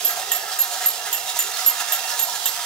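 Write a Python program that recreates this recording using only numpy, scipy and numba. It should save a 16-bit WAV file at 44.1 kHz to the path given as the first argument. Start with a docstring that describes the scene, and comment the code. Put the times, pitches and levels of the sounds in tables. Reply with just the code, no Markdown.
"""Tin toy car with a bell

A tin toy car drives in a curve on a table, close by and louder in the right microphone.
Loose gear teeth knock at random and ring the tin resonances; their level surges around each cam stroke.
The cam flicks a clapper against a small, half-damped bell almost four times a second: noise bursts
and three decaying sine modes. The table top adds a faint rumble of filtered noise."""
import sys
import numpy as np
from scipy import signal
from scipy.fft import rfft, irfft
from scipy.io import wavfile
from numba import njit

SR = 44100
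rng = np.random.default_rng(int(sys.argv[2]) if len(sys.argv) > 2 else 0)


def transcribe(u):
    """Save the signal u as a 16-bit wav file named by the first command-line argument.

    u: samples, shape (n,) or (channels, n), limited to [-1, 1]; the rate is SR.
    q: integer samples, one column per channel.
    """
    v = np.clip(np.atleast_2d(u).T, -1, 1)
    q = np.round(v * 32767).astype(np.int16)
    wavfile.write(sys.argv[1], SR, q)


N = 116865  # samples


def undb(db):
    """Decibels to gain."""
    return 10 ** (np.asarray(db) / 20)


def unit(x):
    """Scale to rms 1."""
    return x / np.sqrt(np.mean(x ** 2))


def walk(hz):
    """Smooth random motion of rms 1, mostly slower than hz."""
    f = np.arange(1, 4 * hz * N / SR) * SR / N
    bins = rng.standard_normal((len(f), 2)) @ np.array([1, 1j])
    bins = bins / (1 + (f / hz) ** 4)
    slow = irfft(np.append(0, bins), 8192)
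    places = np.linspace(0, len(slow) - 1, N)
    return unit(np.interp(places, np.arange(len(slow)), slow))


def pan(db):
    """Left and right gains of constant power for a right-minus-left difference in dB."""
    g = undb(np.array([-db, db]).reshape(2, -1) / 2)
    return g / np.sqrt(np.mean(g ** 2, axis=0))


def colour(x, points):
    """Causal minimum-phase filter through (Hz, dB) points that keeps the power of white noise."""
    hz, db = np.array(points).T
    f = np.fft.rfftfreq(N, 1 / SR)
    gain = unit(undb(np.interp(np.log(f + 1), np.log(hz), db)))
    # folding the cepstrum forward in time makes the filter causal
    cepstrum = irfft(np.log(gain), N)
    cepstrum[1:N // 2] *= 2
    cepstrum[N // 2:] = 0
    impulse = irfft(np.exp(rfft(cepstrum)), N)[None, :SR // 20]
    return signal.fftconvolve(x, impulse, axes=1)[:, :N]


TIN_T60_S, TURNING_HZ = .06, 3


def reflect(x, share, count=4):
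    """Direct sound plus dense reflections of sheet metal and near surfaces, which change as the car turns."""
    age = np.arange(SR // 4) / SR
    tails = rng.standard_normal((count, len(age))) * np.exp(-np.log(1000) * age / TIN_T60_S)
    tails /= np.linalg.norm(tails, axis=1, keepdims=True)
    blend = np.array([walk(TURNING_HZ) for tail in tails])
    echoes = irfft(rfft(x) * rfft(tails, N), N)
    wet = np.sum(blend * echoes, axis=0) / np.linalg.norm(blend, axis=0)
    return np.sqrt(1 - share) * x + np.sqrt(share) * wet


TOOTH_HITS_PER_S, TOOTH_SCATTER_DB = 3000, 1.5
SHAFT_HZ, SHAFT_DEPTH = 34.9, 0.055
SHAFT_WANDER, SHAFT_WANDER_HZ = 0.049, 4  # share of the shaft rate
FLUTTER_DB, FLUTTER_HZ = 1.3, 18


def teeth():
    """Dense, uneven knocks of loose teeth, a little stronger once per shaft turn."""
    hits = rng.random(N) < TOOTH_HITS_PER_S / SR
    size = undb(TOOTH_SCATTER_DB * rng.standard_normal(N))
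    sign = np.sign(rng.standard_normal(N))
    turns = np.cumsum(SHAFT_HZ * (1 + SHAFT_WANDER * walk(SHAFT_WANDER_HZ))) / SR
    swell = 1 + SHAFT_DEPTH * np.sin(2 * np.pi * turns)
    flutter = undb(FLUTTER_DB * walk(FLUTTER_HZ))
    return unit(hits * size * sign * swell * flutter)


def spread(x, amount):
    """Direct knocks reach both microphones alike; scattered ones reach them in opposition."""
    return (x + amount * teeth() * np.array([[1], [-1]])) / np.hypot(1, amount)


@njit
def band(x, hz, width):
    """State-variable band-pass of peak gain 1 whose centre moves."""
    y, b, l = np.empty(len(x)), 0., 0.
    for i in range(len(x)):
        g, k = np.tan(np.pi * hz[i] / SR), width / hz[i]
        v = (b + g * (x[i] - l)) / (1 + g * (g + k))
        b, l, y[i] = 2 * v - b, l + 2 * g * v, k * v
    return y


BODY_SPREAD = 0.19
MODE_WANDER_DB, MODE_WANDER_HZ = 2.2, 9  # depth reached from 2000 Hz up, less below
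FLEX_WIDTHS, FLEX_RATE_HZ = .35, 9  # pitch bend in resonance widths


def resonate(modes):
    """Tooth knocks ring a set of resonances; each swells, fades and bends in pitch as the tin flexes."""
    shake, out = spread(teeth(), BODY_SPREAD), 0
    for k, (hz, width, db, side_db) in enumerate(modes):
        wander_db = MODE_WANDER_DB * min(hz / 2000, 1) * walk(MODE_WANDER_HZ)
        centre = hz + FLEX_WIDTHS * width * walk(FLEX_RATE_HZ)
        rung = np.array([band(side, centre, float(width)) for side in shake])
        out = out + (-1) ** k * undb(db + wander_db) * pan(side_db) * rung
    high_pass = signal.butter(10, 370, "high", fs=SR, output="sos")
    return unit(signal.sosfilt(high_pass, out))


# Tone of the table top under the wheels. Each row: frequency in Hz, relative level in dB.
TABLE_TONE = [(20, -14), (50, -9), (90, -0.5), (130, 4), (200, 1.5), (320, 1), (500, 0.5), (2000, -47)]
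RUMBLE_DB = -60.5


def table():
    """Faint rumble of the wheels in the table top: low-pitched noise, nearly alike in both microphones."""
    mid, side = rng.standard_normal((2, N))
    noise = mid + 0.19 * side * np.array([[1], [-1]])
    return undb(RUMBLE_DB) * unit(colour(noise, TABLE_TONE))


# Resonances of the chassis on its wheels.
# Each row: frequency in Hz, width in Hz, relative level in dB, right minus left in dB.
CHASSIS_MODES = [(381.4, 27, -4.5, -0.5), (459, 41, -2, 0), (517, 18.5, -6.5, -11)]
CHASSIS_DB, CHASSIS_DB_PER_S = -49.5, -3  # level at the start, and its slope
CHASSIS_WOBBLE_DB, WOBBLE_HZ = 3.5, 13


def chassis(t):
    """Tooth knocks ring the chassis, wobbling in level and slowly fading."""
    level_db = CHASSIS_DB + CHASSIS_DB_PER_S * t + CHASSIS_WOBBLE_DB * walk(WOBBLE_HZ)
    return undb(level_db) * resonate(CHASSIS_MODES)


# Short buzzes of loose panels.
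# Each row: middle in seconds, half length in seconds (to 1/e), pitch at the middle in Hz, level in dB.
PANEL_BUZZES = [(.33, .02, 1840, -35), (1.305, .045, 3755, -36), (1.55, .025, 4310, -37),
                (1.6, .025, 1365, -36), (1.725, .022, 1260, -37), (1.81, .018, 1370, -36),
                (1.815, .02, 1700, -35), (2.115, .024, 1425, -35), (2.12, .035, 4250, -38),
                (2.137, .02, 1710, -33), (2.355, .02, 1660, -36)]
BUZZ_SAG_HZ_PER_S, BUZZ_PAN_DB, BUZZ_ROUGH = 900, 9, 0.37


def buzzes(t):
    """Loose panels catch the vibration for a moment and sound a rough, sinking note."""
    out = 0
    for at, length, hz, db in PANEL_BUZZES:
        pitch = hz - BUZZ_SAG_HZ_PER_S * (t - at)
        rough = 1 + BUZZ_ROUGH * (walk(72) + 1j * walk(60))
        note = np.imag(rough * np.exp(2j * np.pi * np.cumsum(pitch) / SR))
        out = out + undb(db) * np.exp(-((t - at) / length) ** 2) * note
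    return np.sqrt(2) * out * pan(BUZZ_PAN_DB)


# Resonances of the hollow tin body.
# Each row: frequency in Hz, width in Hz, relative level in dB, right minus left in dB.
HOLLOW_MODES = [(600, 50, -11.5, 1), (687.5, 35, -1.5, 2.5), (737.6, 30.7, 2.5, 1), (774.4, 26, 1, 0),
                (820.5, 66, -4.5, 14)]
# Resonances of a side wall. Each row: frequency in Hz, width in Hz, relative level in dB, right minus left in dB.
WALL_MODES = [(890, 34, -14.5, 10), (954, 16, -4, -0.5)]
WALL_DB, WALL_DB_PER_S = -11.5, 3.5  # relative to the hollow body, at the start, and its slope


def hollow_body(t):
    """Tooth knocks ring the hollow tin and a side wall, louder as it turns towards the microphones."""
    return resonate(HOLLOW_MODES) + undb(WALL_DB + WALL_DB_PER_S * t) * resonate(WALL_MODES)


# Resonances of the flat tin panels.
# Each row: frequency in Hz, width in Hz, relative level in dB, right minus left in dB.
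PANEL_MODES = [(1163, 16, 2.5, 16), (1249, 22, 6, -2), (1343, 26, 6, 5.5), (1428, 25, 1.5, 12),
               (1657, 54, 3.5, 3.5), (1836, 29.5, 4.5, 20.5), (2019, 79, -3, -1)]


def panels():
    """Tooth knocks ring the flat panels of the body."""
    return resonate(PANEL_MODES)


RATTLES_PER_S, RATTLE_DECAY_S, RATTLE_DB, RATTLE_SCATTER_DB = 60, .003, -3.5, 2


def backlash():
    """Gain of the chatter: slack gears slap together in short, uneven rattles."""
    hits = rng.random(N) < RATTLES_PER_S / SR
    slaps = hits * undb(RATTLE_DB + RATTLE_SCATTER_DB * rng.standard_normal(N))
    # the decay is of power, added to a steady 1
    power = signal.lfilter([1], [1, -np.exp(-1 / (RATTLE_DECAY_S * SR))], slaps ** 2)
    return unit(np.sqrt(1 + power))


# Tone of the gear chatter. Each row: frequency in Hz, relative level per Hz in dB.
GEAR_TONE = [(330, -40.5), (420, -19.5), (1100, -7), (1800, -6), (2450, -6), (3300, -1.5), (3900, -3.5),
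             (4600, -2), (5000, -4.5), (6500, -1.5), (7300, -1.5), (8700, -5.5), (11500, -6.5),
             (13000, -7.5), (15700, -7)]
# Resonances of the gearbox plates.
# Each row: frequency in Hz, width in Hz, relative level in dB, right minus left in dB.
PLATE_MODES = [(3272, 70, 2, 26), (3455, 120, -6.5, 18), (3703, 68, 0.5, 10), (3956, 65, 2.5, 26),
               (4275, 34, 3, 16), (4905, 46, 3.5, 19), (5027, 70, 2, 9), (5427, 107, 2.5, 23),
               (6010, 38, 3.5, 8)]
PLATE_DB = -7.5  # relative to the chatter
TIN_SHARE, GEAR_SPREAD = .2, 0.61


def gearbox(side_db):
    """Coloured tooth knocks with reflections, plus the ringing plates, all rattling with the backlash."""
    knocks = spread(reflect(teeth(), TIN_SHARE), GEAR_SPREAD)
    chatter = unit(colour(knocks, GEAR_TONE))
    return backlash() * (chatter * pan(side_db) + undb(PLATE_DB) * resonate(PLATE_MODES))


# The car on its way past the microphones. 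Each row: time in seconds, levels of hollow body, panels and
# gears in dB before the load, right minus left of the gear chatter in dB.
CAR_PATH = [(0, -37.5, -40.5, -28.5, 6.5), (.4, -37, -36, -30, 5), (.8, -40, -40.5, -28.5, 5.5),
            (1.15, -38, -39.5, -30.5, 6), (1.45, -41, -37.5, -29.5, 5.5), (1.75, -39, -37, -28, 6.5),
            (2.05, -36.5, -36, -28, 6), (2.3, -36, -40.5, -28.5, 7.5), (2.65, -40, -36, -28.5, 7)]
# The gears take up load between strikes. Each row: middle in seconds, half length in seconds (to 1/e),
# rise of hollow body, panels and gears in dB.
LOAD_SURGES = [(0.106, 0.012, 5, 7, 3), (0.204, 0.028, 6.5, 1, 2), (0.523, 0.03, -1.5, 4, 3.5),
               (0.751, 0.022, 7, 2, 2), (0.824, 0.045, 2, 8, 0.5), (1.069, 0.024, 1.5, 6.5, 3.5),
               (1.289, 0.033, 2, -0.5, 4.5), (1.368, 0.0099, 10, -5, 5.5), (1.589, 0.046, 0, 3.5, 4.5),
               (1.698, 0.018, 1.5, 6.5, 1.5), (1.81, 0.028, 4.5, 4, 3), (2.12, 0.027, 4.5, -2, 4),
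               (2.341, 0.032, 2.5, 1, 3.5)]
LIFT_LAG_S, LIFT_S = 0.017, 0.067  # load change after each strike: lag and half length
LIFT_HOLLOW_DB, LIFT_PANEL_DB, LIFT_GEAR_DB = 0.5, -1.5, 1.27


def drive(t):
    """Gear teeth chatter and shake gearbox, chassis and tin body; load changes their levels."""
    path = np.array(CAR_PATH).T
    *levels, side_db = (np.interp(t, path[0], column) for column in path[1:])
    lifts = [(strike[0] + LIFT_LAG_S, LIFT_S, LIFT_HOLLOW_DB, LIFT_PANEL_DB, LIFT_GEAR_DB)
             for strike in CLAPPER_STRIKES]
    load_db = 0
    for at, length, *rises in LOAD_SURGES + lifts:
        load_db = load_db + np.outer(rises, np.exp(-((t - at) / length) ** 2))
    hollow, panel, gear = undb(np.array(levels) + load_db)
    body = hollow * hollow_body(t) + panel * panels()
    return chassis(t) + buzzes(t) + body + gear * gearbox(side_db)


# Low bell note that the gears keep singing. 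Each row: time in seconds, level in dB.
SINGING_PATH = [(0, -49), (.3, -43), (.6, -44), (.8, -47), (1.0, -46), (1.15, -39.5), (1.42, -40),
                (1.7, -43.5), (2.0, -38), (2.15, -38.5), (2.3, -58), (2.65, -44)]
# Its resonance. Each row: frequency in Hz, width in Hz, relative level in dB, right minus left in dB.
SINGING_RESONANCE = [(2738, 36, 0, 11)]


def singing(t):
    """Tooth knocks keep the bell's lowest mode singing."""
    return undb(np.interp(t, *np.array(SINGING_PATH).T)) * resonate(SINGING_RESONANCE)


# Resonances of the bell's bracket.
# Each row: frequency in Hz, width in Hz, relative level in dB, right minus left in dB.
BRACKET_MODES = [(1886, 41, -1.5, 9), (2715, 49, -4.5, 12), (3000, 340, -3, 18), (3680, 200, -2, 12)]
BRACKET_DB, BRACKET_DECAY_S = -7, 0.024  # relative to the clack column


def bracket(t):
    """The bracket knocks with each touch of the clapper and dies away."""
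    knock = 0
    for at, clack_db, *_ in CLAPPER_STRIKES + CLAPPER_REBOUNDS:
        age = np.maximum(t - at, 0)
        knock = knock + (t >= at) * undb(clack_db + BRACKET_DB) * np.exp(-age / BRACKET_DECAY_S)
    return knock * resonate(BRACKET_MODES)


# Tone of the clack. Each row: frequency in Hz, relative level per Hz in dB.
CLACK_TONE = [(150, -55), (500, -8.5), (1300, -8.5), (1850, -0.5), (2300, -25), (3200, -2), (5500, -18.5),
              (7400, 8), (9000, -4.5), (11500, -9), (12600, 12), (13400, 10.5), (14000, -6), (16000, 2)]
CLACK_DB, CLACK_PAN_DB = 4.5, 6.5  # added to both the clack and snap columns; right minus left
SNAP_DECAY_S, CLACK_DECAY_S, CLACK_TAIL_S = .0018, 0.022, 0.072
CLACK_TAIL_DB = -9  # relative to the clack


def clapper(t):
    """The clapper snaps and chatters: tooth-like knocks in a burst of three decays."""
    burst = 0
    for at, clack_db, *_, snap_db in CLAPPER_STRIKES + CLAPPER_REBOUNDS:
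        age = np.maximum(t - at, 0)
        stages = ((snap_db, SNAP_DECAY_S), (clack_db, CLACK_DECAY_S),
                  (clack_db + CLACK_TAIL_DB, CLACK_TAIL_S))
        burst = burst + (t >= at) * sum(undb(db) * np.exp(-age / decay) for db, decay in stages)
    knocks = spread(reflect(teeth(), 1 / 2), GEAR_SPREAD)
    return undb(CLACK_DB) * colour(knocks * burst, CLACK_TONE) * pan(CLACK_PAN_DB)


# Clapper strikes. Each row: start in seconds, clack level in dB before CLACK_DB, top and middle bell mode
# levels in dB, free ringing in seconds, right minus left of the ring in dB, snap level in dB before CLACK_DB.
CLAPPER_STRIKES = [(0.047, -32, -11.5, -27, 0.008, 6, -34), (0.3172, -22, -21, -30, 0.025, 13, -23),
                   (.589, -31.5, -11, -23, .028, 8, -24), (0.8592, -26.5, -10.5, -27.5, 0.021, 5, -29),
                   (1.1277, -23.5, -20.5, -25, .025, 6, -19.5), (1.39, -24, -24, -16.5, 0.04, 4.5, -20),
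                   (1.6612, -32, -10.5, -21, 0.026, 4.5, -26), (1.9218, -22.5, -20, -29, 0.025, 0, -19),
                   (2.1918, -25.5, -13, -26, .046, 14, -27), (2.4572, -22.5, -23, -25, 0.03, 17, -21.5)]
# The clapper rebounds and touches the bell again. Each row: the same columns and units as the strikes.
CLAPPER_REBOUNDS = [(0.076, -46, -22, -39, 0.04, 5.4, -40), (0.348, -48, -27, -33, 0.014, 6, -38)]
# Pitches of the bell's modes in Hz, lowest first.
BELL_MODES_HZ = [2725, 7060, 12562]
# Decay of each bell mode. Each row: time to fall 60 dB while free, and once damped, in seconds.
BELL_DECAYS = [(.25, 0.23), (.25, 0.3), (1, 0.14)]
BELL_LOW_DB, BELL_RISE_S = -8, 0.0012  # lowest mode relative to the clack column
SHIMMER_HZ, BELL_SHIMMER, DAMPED_SHIMMER = 70, .25, .7  # rate; share of power while free, once damped


def bell_tone(t):
    """Three modes ring freely for a moment, then flutter away under the damper."""
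    shimmer = np.array([[walk(SHIMMER_HZ) + 1j * walk(SHIMMER_HZ) for side in "LR"]
                        for hz in BELL_MODES_HZ]) / np.sqrt(2)
    rings = 0
    for at, clack_db, top_db, middle_db, free_s, side_db, _ in CLAPPER_STRIKES + CLAPPER_REBOUNDS:
        age = np.maximum(t - at, 0)
        free_age, damped_age = np.minimum(age, free_s), np.maximum(age - free_s, 0)
        levels_db = (clack_db + BELL_LOW_DB, middle_db, top_db)
        modes = np.array([undb(db) * np.exp(-np.log(1000) * (free_age / free + damped_age / damped))
                          for db, (free, damped) in zip(levels_db, BELL_DECAYS)])
        rise = 1 - np.exp(-age / BELL_RISE_S)
        share = np.interp(age - free_s, [0, .02], [BELL_SHIMMER, DAMPED_SHIMMER])
        flutter = np.sqrt(1 - share) + np.sqrt(share) * shimmer
        rings = rings + (modes * rise)[:, None] * pan(side_db) * flutter
    return sum(np.imag(ring * np.exp(2j * np.pi * hz * t)) for ring, hz in zip(rings, BELL_MODES_HZ))


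def bell(t):
    """The struck bell, its singing low mode, the knocking bracket and the clapper."""
    return singing(t) + bracket(t) + clapper(t) + bell_tone(t)


# Phase lead of the left microphone. Each row: frequency in Hz, lead in radians.
LEFT_LEAD = [(0, 0), (950, 0.55), (3800, 0.85), (7700, 1.4), (10000, 1.43), (15500, 2.5)]


def scene():
    """Table, drive and bell together; the sound reaches the right microphone slightly later."""
    t = np.arange(N) / SR
    left, right = table() + drive(t) + bell(t)
    hz, lead = np.array(LEFT_LEAD).T
    late = np.exp(-1j * np.interp(np.fft.rfftfreq(N, 1 / SR), hz, lead))
    return np.array([left, irfft(rfft(right) * late, N)])


CEILING, TOP_HZ = .8, 15700  # full scale is 1


def record(dry):
    """The recorder rounds the loudest peaks and cuts the top with a steep low-pass."""
    rounded = dry / (1 + (dry * dry / CEILING ** 2) ** 2) ** .25
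    low_pass = signal.ellip(10, .2, 80, TOP_HZ, fs=SR, output="sos")
    return signal.sosfilt(low_pass, rounded)


dry = scene()
out = record(dry)
transcribe(out)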